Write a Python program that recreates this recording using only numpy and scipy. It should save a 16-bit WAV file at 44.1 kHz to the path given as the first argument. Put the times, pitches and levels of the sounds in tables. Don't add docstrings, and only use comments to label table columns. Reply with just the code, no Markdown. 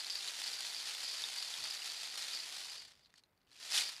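import sys
import numpy as np
from scipy import signal
from scipy.io import wavfile

SR = 44100
rng = np.random.default_rng(int(sys.argv[2]) if len(sys.argv) > 2 else 0)


def dump(signal):
    limited = np.clip(np.atleast_2d(signal).T, -1, 1)
    pcm = np.round(limited * 32767).astype(np.int16)
    wavfile.write(sys.argv[1], SR, pcm)


N = 176400

# time in seconds, level in dB.
CLATTER_LEVELS = [(0.0, -54), (0.3, -50.5), (0.34, -52.5), (0.4, -50), (0.86, -52.5), (0.88, -48.5),
                  (0.94, -52.5), (1.0, -51.5), (1.75, -51), (1.82, -55.5), (1.86, -48.5), (1.91, -54),
                  (2.04, -51), (2.11, -54), (2.17, -53), (2.18, -45), (2.19, -49), (2.37, -52), (2.51, -54),
                  (2.56, -52), (2.73, -56.5), (2.74, -56.5), (2.93, -74), (2.95, -80), (3.02, -84),
                  (3.13, -93), (3.16, -81), (3.19, -70.5), (3.21, -100), (3.45, -97), (3.52, -76.5),
                  (3.6, -62), (3.66, -53.5), (3.695, -54.5), (3.715, -45.5), (3.735, -44.5), (3.745, -38.5),
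                  (3.785, -38), (3.805, -41), (3.83, -45.5), (3.86, -51), (3.89, -53), (3.95, -59.5),
                  (4.0, -62)]
# frequency in Hz, relative level in dB.
CLACK_TONE = [(100, -32.5), (300, -20.5), (550, -18.5), (800, -11.5), (1100, -12.5), (1800, -9.5),
              (2500, -7), (3500, -4), (5600, -6), (7500, -11), (10300, -14.5), (12500, -22.5),
              (14200, -24.5), (15600, -40)]
BUSY_DB = -51
TIME = np.arange(N) / SR
HIT_TIME = np.arange(1024) / SR


def gain_of(db):
    return 10 ** (np.asarray(db) / 20)


def fade(t, t60):
    return gain_of(-60 * t / t60)


def unit_level(x):
    return x / np.sqrt(np.mean(x ** 2) + 1e-20)


def value_at(table, hz):
    row_hz, values = np.transpose(table)
    return np.interp(np.log(hz + 1), np.log(row_hz + 1), values)


def tone_gains(tone):
    return gain_of(value_at(tone, np.fft.rfftfreq(4096, 1 / SR)))


def with_tone(x, tone):
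    log_gain = np.log(tone_gains(tone))
    mirrored = np.concatenate([log_gain, log_gain[-2:0:-1]])
    response = np.exp(np.conj(signal.hilbert(mirrored)))
    taps = np.fft.ifft(response).real[:2048]
    return signal.oaconvolve(x, taps)[:len(x)]


def shower(levels, sounds, db, per_s, spread_db=2.5, busy_db=BUSY_DB):
    level_db = np.interp(TIME, *np.transpose(levels))
    rate = per_s * gain_of(.35 * (level_db - busy_db))
    size = gain_of(spread_db * np.minimum(rng.exponential(1, N), 5)) * rng.choice([-1., 1.], N)
    struck = rng.random(N) < rate / SR
    hits = unit_level(size) * struck * gain_of(level_db + db) * np.sqrt(SR / rate)
    which = rng.integers(0, len(sounds), N)
    return sum(signal.oaconvolve(hits * (which == k), sound / np.linalg.norm(sound))[:N]
               for k, sound in enumerate(sounds))


def clack(count=24):
    # frequency in Hz, seconds to fade by 60 dB.
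    wall_ring_times = [(300, 0.024), (2000, 0.01), (5000, 0.024), (12000, 0.0017)]
    place, size, phase = rng.random((count, 3)).T
    hz = 300 + 15000 * ((np.arange(count) + place) / count) ** 2
    t60 = value_at(wall_ring_times, hz)
    strength = size * np.sqrt(np.gradient(hz) / SR * 0.012 / t60)
    waves = np.cos(2 * np.pi * (hz[:, None] * HIT_TIME + phase[:, None]))
    sound = (strength[:, None] * fade(HIT_TIME, t60[:, None]) * waves).sum(0)
    sound[0] += 1.5
    return sound / np.linalg.norm(sound)


def crash():
    n = len(HIT_TIME)
    run = rng.standard_normal(n) * (rng.random(n) < .06) * fade(HIT_TIME, t60=0.013)
    run[0] += 1.5
    return signal.oaconvolve(run, clack())[:n]


def bottles():
    clacks = shower(CLATTER_LEVELS, [clack() for _ in range(32)], db=4, per_s=2200)
    crashes = shower(CLATTER_LEVELS, [crash() for _ in range(10)], db=-5.5, per_s=100, spread_db=2.67)
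    tone_rms = np.sqrt(np.mean(tone_gains(CLACK_TONE) ** 2))
    clatter = with_tone(clacks + crashes, CLACK_TONE) / tone_rms
    lows, lows_and_mids = (signal.sosfiltfilt(signal.butter(2, hz, fs=SR, output="sos"), clatter)
                           for hz in (1530, 5300))
    over_db = np.interp(TIME, *np.transpose(CLATTER_LEVELS)) - BUSY_DB
    hard_cut = 1 - gain_of(-0.4 * np.maximum(over_db, 0))
    gentle_boost = gain_of(-0.17 * np.minimum(over_db, 0)) - 1
    return clatter - hard_cut * lows + gentle_boost * lows_and_mids


def ring(hz, rise_s, t60):
    shape = (1 - np.exp(-(HIT_TIME / rise_s) ** 2)) * fade(HIT_TIME, t60)
    return shape / shape.max() * np.sin(2 * np.pi * hz * HIT_TIME)


def pings(hz, spread, t60):
    offsets = rng.standard_normal((14, 2))
    offsets -= offsets.mean(0)
    return [ring(hz * (1 + spread * pitch), rise_s=.0008, t60=t60 * np.exp(0.33 * length))
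            for pitch, length in offsets]


def beads():
    # time in seconds, level in dB.
    tumble_levels = [(0.0, -42), (0.06, -62), (0.07, -50), (0.08, -73), (0.11, -38), (0.13, -42.5),
                     (0.34, -59), (0.49, -42), (0.51, -60), (0.53, -48), (0.54, -47), (0.71, -52),
                     (0.74, -58), (0.75, -46), (0.97, -50), (1.09, -43), (1.35, -51), (1.39, -40.5),
                     (1.42, -44), (1.43, -49), (1.44, -49), (1.62, -53), (1.65, -42.5), (1.82, -48.5),
                     (2.32, -50.5), (2.33, -40), (2.5, -56), (2.69, -48.5), (2.78, -50), (2.95, -75),
                     (3.0, -77), (3.05, -68), (3.12, -94), (3.17, -76), (3.21, -84), (3.26, -98),
                     (3.36, -95), (3.45, -85), (3.52, -84), (3.572, -69), (3.634, -51), (3.694, -64),
                     (3.72, -53), (3.788, -39.5), (3.88, -44.5), (3.976, -66), (4.0, -60)]
    high_pings = pings(hz=4740, spread=.04, t60=.007)
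    small = shower(tumble_levels, high_pings, db=-3.5, per_s=900, busy_db=BUSY_DB + 4.5)
    low_pings = pings(hz=4206, spread=0.045, t60=0.0082)
    large = shower(CLATTER_LEVELS, low_pings, db=-2.5, per_s=600)
    return small + large


def echoes(rattle):
    t = np.arange(4096) / SR
    out = 0
    for k in range(6):
        tail = rng.standard_normal(len(t)) * (rng.random(len(t)) < .1) * fade(t, t60=0.085)
        tail *= np.clip(t / 0.0035, 0, 1) ** 2
        facing = np.cos(np.pi * (5 * TIME + k / 6)) ** 3 / np.sqrt(15 / 8)
        out = out + signal.oaconvolve(rattle * facing, tail / np.linalg.norm(tail))[:N]
    return out


def air():
    # frequency in Hz, relative level in dB.
    air_tone = [(18, -35), (40, 0), (120, 2.5), (300, -3.5), (900, -6.5), (2000, -9.5), (4400, -31),
                (7000, -27.5), (12000, -22), (15500, -25)]
    swells = sum(np.sin(2 * np.pi * (hz * TIME + rng.random())) / np.sqrt(hz)
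                 for hz in np.geomspace(.3, 6, 16))
    swell_db = 1.5 * unit_level(swells)
    breath_db = 13 * np.exp(-((TIME - 1.62) / .06) ** 2)
    hush = unit_level(with_tone(rng.standard_normal(N), air_tone))
    return gain_of(-79.5 + swell_db + breath_db) * hush


def knocks():
    # start in seconds, level in dB, pitch in Hz,
    # click level compared with the ring in dB, seconds for the ring to fade by 60 dB.
    single_hits = [(0.046, -31, 4050, -8, 0.009), (0.0672, -29, 4660, -7, 0.009),
                   (0.0992, -25, 4770, 5, 0.01), (0.1034, -27, 4930, -18, 0.0076),
                   (0.1093, -28, 4650, -10, 0.01), (0.1555, -22.5, 4740, -5, 0.0058),
                   (0.189, -30.5, 4780, -8, 0.012), (0.2458, -29, 4560, -1, 0.0078),
                   (0.2774, -27, 4080, -4, 0.006), (0.2842, -24.5, 4130, -3, 0.0063),
                   (0.4404, -27.5, 4550, -4, 0.0071), (0.4783, -30, 4900, -14, 0.009),
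                   (0.5322, -29.5, 4840, -7, 0.013), (0.5896, -27.5, 4880, 8, 0.009),
                   (0.6064, -26, 4540, 11, 0.009), (0.6664, -39, 4110, -1, 0.009),
                   (0.7003, -30, 4460, 4, 0.011), (0.7467, -28, 4760, 1, 0.009),
                   (0.7649, -28, 4780, 2, 0.009), (0.8786, -32, 4350, 7, 0.009),
                   (0.9497, -28.5, 3590, 8, 0.016), (1.004, -28, 4430, -1, 0.009),
                   (1.052, -29.5, 4660, -6, 0.0079), (1.0794, -29, 4830, -8, 0.013),
                   (1.213, -36, 4250, 6, 0.009), (1.2204, -27, 3800, 10, 0.0098),
                   (1.2386, -22.5, 3650, -2.5, 0.017), (1.3843, -26.5, 4620, 4, 0.013),
                   (1.4261, -23, 4700, -1, 0.01), (1.5394, -28, 3580, 3, 0.013),
                   (1.6402, -22.5, 4540, 6, 0.009), (1.709, -28, 4920, -4, 0.013),
                   (1.8199, -30, 2860, -1, 0.011), (1.8542, -38, 4160, -5, 0.0098),
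                   (1.8992, -32, 4400, -8, 0.0082), (2.157, -30, 4500, 3, 0.0065),
                   (2.3324, -40, 4600, -6, 0.009), (2.4019, -28.5, 4740, -9, 0.0097),
                   (2.6474, -29.5, 4840, 2, 0.009), (3.0091, -60, 4680, -1, 0.009),
                   (3.0354, -53, 4800, -5, 0.009), (3.049, -52, 4200, -10, 0.0076),
                   (3.0593, -47, 4080, -9, 0.0041), (3.104, -54, 4330, 11, 0.009),
                   (3.1402, -43.5, 1920, 3, 0.0068), (3.158, -52, 4670, -1, 0.0083),
                   (3.161, -52, 4380, 4, 0.009), (3.1792, -52, 4850, 7, 0.009),
                   (3.1815, -50, 5300, 6, 0.009), (3.1846, -54, 4550, -1, 0.009),
                   (3.237, -49, 4180, 6, 0.012), (3.3764, -60.5, 4530, 2, 0.007),
                   (3.416, -64, 4220, -1, 0.009), (3.4734, -59, 2990, -1, 0.0083),
                   (3.4975, -67, 4660, -4, 0.0082), (3.5156, -49, 4170, -3, 0.011),
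                   (3.5314, -48, 4570, 1, 0.009), (3.557, -47, 2680, 3, 0.009),
                   (3.7214, -22, 5060, -2, 0.01), (3.7442, -23, 4030, 12, 0.0059),
                   (3.777, -16.5, 3260, -1, 0.0064), (3.7864, -25, 4570, 9, 0.0069),
                   (3.9644, -36, 4890, -6, 0.009)]
    out = np.zeros(N + len(HIT_TIME))
    for start_s, db, hz, click_db, t60 in single_hits:
        click = with_tone(clack(), CLACK_TONE)
        click_gain = gain_of(click_db)
        hit = ring(hz, rise_s=.05 * t60, t60=t60) + click_gain * click / abs(click).max()
        out[round(start_s * SR):][:len(hit)] += gain_of(db) * hit / (1 + click_gain)
    return out[:N]


def scene():
    rattle = bottles() + beads() + knocks()
    return (rattle + gain_of(-11.5) * echoes(rattle) + air())[None]


def record(dry):
    low_pass = signal.firwin(511, 15700, window=("kaiser", 9), fs=SR)
    return signal.oaconvolve(dry, low_pass[None], "same")


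dry = scene()
out = record(dry)
dump(out)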